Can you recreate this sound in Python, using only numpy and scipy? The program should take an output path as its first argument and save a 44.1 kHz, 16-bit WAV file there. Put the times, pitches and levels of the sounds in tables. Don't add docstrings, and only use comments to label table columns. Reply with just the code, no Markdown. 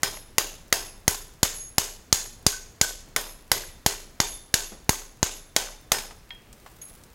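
import sys
import numpy as np
from scipy import signal
from scipy.fft import rfft, irfft, next_fast_len
from scipy.io import wavfile

SR = 44100
rng = np.random.default_rng(int(sys.argv[2]) if len(sys.argv) > 2 else 0)


def put_to_file(sound):
    columns = np.atleast_2d(sound).T
    safe = np.clip(columns, -1, 1)
    whole_steps = np.round(safe * 32767)
    wavfile.write(sys.argv[1], SR, whole_steps.astype(np.int16))


N = 314874
AGE = np.arange(SR // 2) / SR
TIME = np.arange(N) / SR

# f/Hz, level/dB
AIR_COLOUR = [(20, -1), (45, -2), (130, -9), (240, -13), (450, -16), (900, -21), (1800, -24), (3200, -29.5),
              (6500, -32), (9000, -34.5), (12000, -35), (16000, -36)]
# t/s, strength/dB, brightness/dB, sizzle/dB, thump/dB, all relative to the ordinary levels below
HAMMER_BLOWS = [(0.0323, -3.5, -3.5, 2, -20), (0.3823, 0.5, -2, 4.5, -7), (0.7264, 0.5, -3.5, 4.5, -15),
                (1.0794, 1, 4, 5, 7.5), (1.4308, 1.5, 5, -0.5, 7.5), (1.782, 0.5, 3.5, 1.5, 2.5),
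                (2.1267, 4, 7, -2, 7.5), (2.4653, 2.5, 10.5, -4, 10.5), (2.813, 2, 7.5, -4.5, 4.5),
                (3.1624, -4.5, -2.5, 3, -14), (3.5165, 0.5, 0.5, 2, -14), (3.8625, 0, 2.5, 1, 6.5),
                (4.2019, -1, 0.5, -4, -0.5), (4.5408, 1.5, 4.5, -3, -0.5), (4.893, -0.5, 1.5, 4.5, 11),
                (5.2289, -2.5, 3, -7.5, 8), (5.5637, -0.5, 0, -2.5, -10), (5.9186, 0, -0.5, 1, -14)]
# f/Hz, level/dB
CRACK_COLOUR = [(150, -8), (400, -13), (800, -1), (1400, -2), (2050, -4), (2700, -4.5), (3200, -2.5),
                (4100, -0.5), (5400, -0.5), (6700, 3.5), (8300, -8.5), (11200, -3), (12800, -11.5),
                (16000, -17.5)]
# f/Hz, level/dB, t60/s
CONTACT_MODES = [(896, 1, 0.0059), (2017, 0.5, 0.011), (4950, -16.5, 0.029), (6380, -31, 0.012)]
# f/Hz, level/dB
ROOM_COLOUR = [(120, -8.5), (230, -9), (400, 3), (550, -1.5), (950, 0), (1250, -6), (1700, -3), (4200, -3),
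               (5800, -1), (6700, 4.5), (7900, -3.5), (11300, -5.5), (12500, -9.5), (16000, -13)]
STEEL_MODES_HZ = [412, 1065, 1512, 1585, 3590, 4760, 4810, 6612, 7000, 10768, 10862, 11405, 11538, 14120,
                  14490, 14675]
# level/dB, t60/s
STEEL_RING = [(-49, 0.49), (-51.5, 0.44), (-46.5, 0.41), (-46, 0.31), (-50, 0.63), (-50, 0.13), (-40, 0.27),
              (-50.5, 0.42), (-64, .3), (-51, 0.68), (-59, 0.38), (-70, 0.38), (-42.5, 0.38), (-44.5, 0.41),
              (-56, .3), (-52.5, 0.49)]
HEAD_MODES_HZ = [782, 960, 1517, 1825, 3259, 4080, 5152, 13300]
# level on a light touch/dB, level on a full blow/dB, t60/s
HEAD_RING = [(-12, 0, .1), (-5, -31.5, 0.081), (-12, 7, 0.12), (-9.5, 6, 0.15), (-2, -1, 0.34),
             (-21, -4.5, .14), (-27, 0.5, 0.47), (-33, -12, .33)]
# f/Hz, relative level/dB, t60/s
BAR_MODES = [(6615, 0, .22), (10770, -4, .48), (10862, 0, .42), (11410, -6, .2), (11545, -9, .25)]
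# t/s, length/s, level/dB, lowest mode/dB, upper pair/dB
BAR_SLIDES = [(.79, 0.082, -50.5, -1, -6), (1.537, 0.044, -41.5, -3, -2), (1.578, 0.069, -50, 12, -3),
              (2.863, 0.033, -48.5, -11, 7), (4.265, 0.05, -41, -6, -1), (6.027, 0.031, -62.5, 10, -13),
              (6.815, 0.0031, -43.5, 3, 1)]
# t/s, level/dB, t60/s, centre f/Hz
LIGHT_KNOCKS = [(1.451, -23.5, 0.022, 1310), (2.157, -39, 0.015, 1500), (3.075, -50, 0.2, 199),
                (3.212, -34, 0.032, 9100), (4.72, -42.5, 0.23, 243), (5.945, -30, 0.022, 1300),
                (5.984, -31, 0.066, 3500), (6.109, -43.5, 0.071, 876), (6.528, -45.5, 0.035, 6260),
                (6.662, -43.5, 0.086, 910), (6.818, -49.5, 0.054, 2480), (7.037, -45.5, 0.025, 6100)]
# t/s, level/dB, t60/s
BLOCK_CHATTER = [(2.52, -37, 0.27), (2.828, -26, 0.17)]
# t/s, level/dB, hardness/0-1
HEAD_TOUCHES = [(5.942, -44.5, 1), (6.3058, -40.5, 0.03)]

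AIR_DB, AIR_WANDER_DB, AIR_WANDER_HZ = -51.5, .7, 1.2
CRACK_DB, THUMP_DB, ROOM_DB, ROCK_DB = -11.5, -16.5, -25.5, -27
ROOM_FOLLOWS = .65
SHARED = .52
CLANG_DB, CLANG_SCATTER_DB = 0.5, 1.5
DETUNE = .0015
RING_SCATTER_DB = 3
HEAD_DB, HEAD_DAMPING = -51.5, 0.66
HEAD_BEATING = .35
FLAKES_PER_S, FLAKE_DB = 14, -56
SPRING_DELAY_S, SPRING_LENGTH_S = 0.089, 0.05
SPRING_DB, SPRING_SCATTER_DB = -58, 5
SPRING_LOWEST_DB, SPRING_UPPER_DB = -3.5, 5.5
DRAG_S, DRAG_RISE_S, DRAG_LENGTH_S, DRAG_STOP_S, DRAG_DB = 6.5, .14, 0.504, 0.093, -57.5
TOP_HZ = 15800


def undb(db):
    return 10 ** (np.asarray(db) / 20)


def unit(x):
    return x / np.sqrt(np.mean(x ** 2))


def fade(t60):
    return np.exp(-np.log(1000) * AGE / t60)


def add(out, s, x):
    i = max(int(s * SR), 0)
    out[i:i + len(x)] += x[:len(out) - i]


def colour(x, points, bright_db=0, clang_db=0, sizzle_db=0):
    size = next_fast_len(len(x), True) * 2
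    hz = np.maximum(np.fft.rfftfreq(size, 1 / SR), 1)
    at, db = np.transpose(points)
    curve = np.interp(np.log(hz), np.log(at), db)
    treble = bright_db / (1 + (3000 / hz) ** 3)
    top = sizzle_db / (1 + (9800 / hz) ** 12)
    clang = clang_db / (1 + ((hz - 6650) / 700) ** 2)
    gain = unit(undb(curve + treble + top + clang))
    cepstrum = irfft(np.log(gain))
    cepstrum[1:size // 2] *= 2
    cepstrum[size // 2 + 1:] = 0
    return irfft(rfft(x, size) * np.exp(rfft(cepstrum)))[:len(x)]


def band(x, hz, spread):
    edges = [hz / spread, min(hz * spread, SR / 2 - 2000)]
    return signal.sosfilt(signal.butter(1, edges, "band", fs=SR, output="sos"), x)


def walk(rate, size):
    steps = np.arange(size) * rate / SR
    return np.interp(steps, np.arange(2048), rng.standard_normal(2048))


def partial(hz, beating):
    phase = 2 * np.pi * (hz * AGE + rng.random())
    direct = (1 + beating * walk(75, len(AGE))) * np.sin(phase)
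    reflected = beating * walk(70.4, len(AGE)) * np.cos(phase)
    return unit(direct + reflected)


def noise():
    return rng.standard_normal(len(AGE))


def draught():
    x = unit(colour(rng.standard_normal(N), AIR_COLOUR))
    rush = signal.sosfiltfilt(signal.butter(2, 500, fs=SR, output="sos"), x)
    hiss = x - rush
    flutter = undb(2 * walk(22, N))
    level = undb(AIR_DB + AIR_WANDER_DB * walk(AIR_WANDER_HZ, N))
    return (rush * flutter + hiss) * level


def crack(tone, contact_s=0.0018, die_s=0.0016, near_db=-16, near_t60=0.069, cushion=0.65):
    force = np.exp(-np.maximum(AGE - contact_s, 0) / die_s)
    nearby = undb(near_db) * fade(near_t60)
    x = colour(np.sign(noise()) * (force + nearby), CRACK_COLOUR, *tone)
    shatter = x / np.sqrt(np.mean(x[:SR // 200] ** 2))
    body = sum(undb(db) * np.sin(2 * np.pi * hz * AGE) * fade(t60) for hz, db, t60 in CONTACT_MODES)
    return shatter - undb(-cushion * tone[0]) * body


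def thump(hz=130, t60=0.012, push_hz=60, push_t60=0.043, push=0.31):
    suction = -np.cos(2 * np.pi * hz * AGE + 0.2) * fade(t60)
    swing = push * np.sin(2 * np.pi * push_hz * AGE) * fade(push_t60)
    return suction + swing


def rocking(hz=26, t60=0.65, rise_s=0.12):
    rate = hz * (1 + .1 * rng.standard_normal())
    return np.sin(2 * np.pi * rate * AGE) * fade(t60) * (1 - np.exp(-AGE / rise_s))


def workshop(walls, tone, t60=0.49, treble_t60=0.32, onset_s=0.00083):
    modal = unit(signal.fftconvolve(walls, noise() * fade(.03))[:len(AGE)])
    wash = np.sqrt(SHARED) * modal + np.sqrt(1 - SHARED) * noise()
    x = unit(colour(wash, ROOM_COLOUR, *tone))
    low = signal.sosfiltfilt(signal.butter(2, 8000, fs=SR, output="sos"), x)
    treble = x - low
    lumps = undb(1.5 * walk(250, len(AGE)))
    return (1 - np.exp(-AGE / onset_s)) * lumps * (low * fade(t60) + treble * fade(treble_t60))


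def steel_ring():
    out = np.zeros(len(AGE))
    for hz, (db, t60) in zip(STEEL_MODES_HZ, STEEL_RING):
        ring = partial(hz * (1 + DETUNE * rng.standard_normal()), 2.3)
        out += undb(db + RING_SCATTER_DB * rng.standard_normal()) * ring * fade(t60)
    return out


def head_ring(hardness):
    out = np.zeros(len(AGE))
    for hz, (light_db, full_db, t60) in zip(HEAD_MODES_HZ, HEAD_RING):
        db = np.interp(hardness, [0, 1], [light_db, full_db])
        out += undb(db) * partial(hz, HEAD_BEATING) * fade(t60)
    return out


def rattle(level_db=-32, t60=0.0088, count=7, rebound_db=-28, rebound_hz=850, rebound_t60=0.022):
    out = np.zeros(len(AGE))
    slap = unit(band(band(noise(), rebound_hz, 1.7), rebound_hz, 1.7)) * fade(rebound_t60)
    add(out, rng.uniform(.02, .038), undb(rebound_db) * slap)
    for when, size, pitch in rng.random((count, 3)):
        landing = unit(band(noise(), 600 * 8 ** pitch, 1.3)) * fade(t60)
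        add(out, .012 + .13 * when, undb(level_db + 8 * size) * landing)
    return out * fade(0.75)


def blows():
    out, walls = np.zeros(N), noise()
    for s, strength_db, bright_db, sizzle_db, thump_db in HAMMER_BLOWS:
        tone = bright_db, CLANG_DB + CLANG_SCATTER_DB * rng.standard_normal(), sizzle_db
        add(out, s, undb(CRACK_DB + strength_db) * crack(tone))
        add(out, s, undb(THUMP_DB + thump_db) * thump())
        add(out, s, undb(ROOM_DB + ROOM_FOLLOWS * strength_db) * workshop(walls, tone))
        add(out, s, undb(ROCK_DB) * rocking())
        add(out, s, rattle())
        add(out, s, steel_ring())
        add(out, s, undb(HEAD_DB - HEAD_DAMPING * thump_db) * head_ring(1))
    return out


def flakes(hz=9000, t60=0.011):
    out = np.zeros(N)
    for when, size in rng.random((int(FLAKES_PER_S * N / SR), 2)):
        tick = unit(band(noise(), hz, 3.4)) * fade(t60)
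        add(out, when * N / SR, undb(FLAKE_DB + 10 * size) * tick)
    return out


def slides():
    out = np.zeros(N)
    springs = []
    for s, *_ in HAMMER_BLOWS:
        level_db = SPRING_DB + SPRING_SCATTER_DB * rng.standard_normal()
        springs.append((s + SPRING_DELAY_S, SPRING_LENGTH_S, level_db, SPRING_LOWEST_DB, SPRING_UPPER_DB))
    for s, length, level_db, lowest_db, upper_db in [*springs, *BAR_SLIDES]:
        for hz, db, t60 in BAR_MODES:
            build = 1 - np.exp(-3 * AGE / length)
            ring_out = np.exp(-np.log(1000) * np.maximum(AGE - length, 0) / t60)
            share_db = lowest_db if hz < 8000 else upper_db if hz > 11100 else 0
            add(out, s, undb(level_db + db + share_db) * build * ring_out * partial(hz, 0.44))
    return out


def knocks(room_db=-19):
    out = np.zeros(N)
    for s, db, t60, hz in LIGHT_KNOCKS:
        decay = fade(t60) + undb(room_db) * fade(0.48)
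        add(out, s, undb(db) * unit(band(noise(), hz, 1.54)) * decay)
    return out


def chatter(rise_s=0.0095):
    out = np.zeros(N)
    for s, db, t60 in BLOCK_CHATTER:
        ring = partial(STEEL_MODES_HZ[2], 0.86) + .5 * partial(STEEL_MODES_HZ[3], 0.69)
        add(out, s, undb(db) * ring * (1 - np.exp(-AGE / rise_s)) * fade(t60))
    return out


def touches(tick_db=9):
    out = np.zeros(N)
    for s, level_db, hardness in HEAD_TOUCHES:
        contact = unit(band(band(band(noise(), 2440, 1.36), 2200, 1.45), 2100, 2.5))
        tick = contact * (fade(0.017) + undb(-25.0) * fade(0.87))
        add(out, s, undb(level_db) * (undb(tick_db) * tick + head_ring(hardness)))
    return out


def drag():
    jerks = undb(4 * walk(260, N) + 2.5 * walk(30, N))
    start = (TIME - DRAG_S) / DRAG_RISE_S
    stop = 1 - (TIME - DRAG_S - DRAG_LENGTH_S) / DRAG_STOP_S
    moving = np.clip(np.minimum(start, stop), 0, 1)
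    grind = unit(band(rng.standard_normal(N) * jerks, 5700, 5.9))
    return grind * moving * undb(DRAG_DB)


def scene():
    return (draught() + blows() + flakes() + slides() + knocks() + chatter() + touches() + drag())[None]


def record(dry, ceiling=0.92):
    x = signal.sosfilt(signal.butter(2, 18, "high", fs=SR, output="sos"), dry)
    overloaded = ceiling * np.tanh(x / ceiling)
    return signal.sosfilt(signal.ellip(8, .2, 75, TOP_HZ, fs=SR, output="sos"), overloaded)


dry = scene()
out = record(dry)
put_to_file(out)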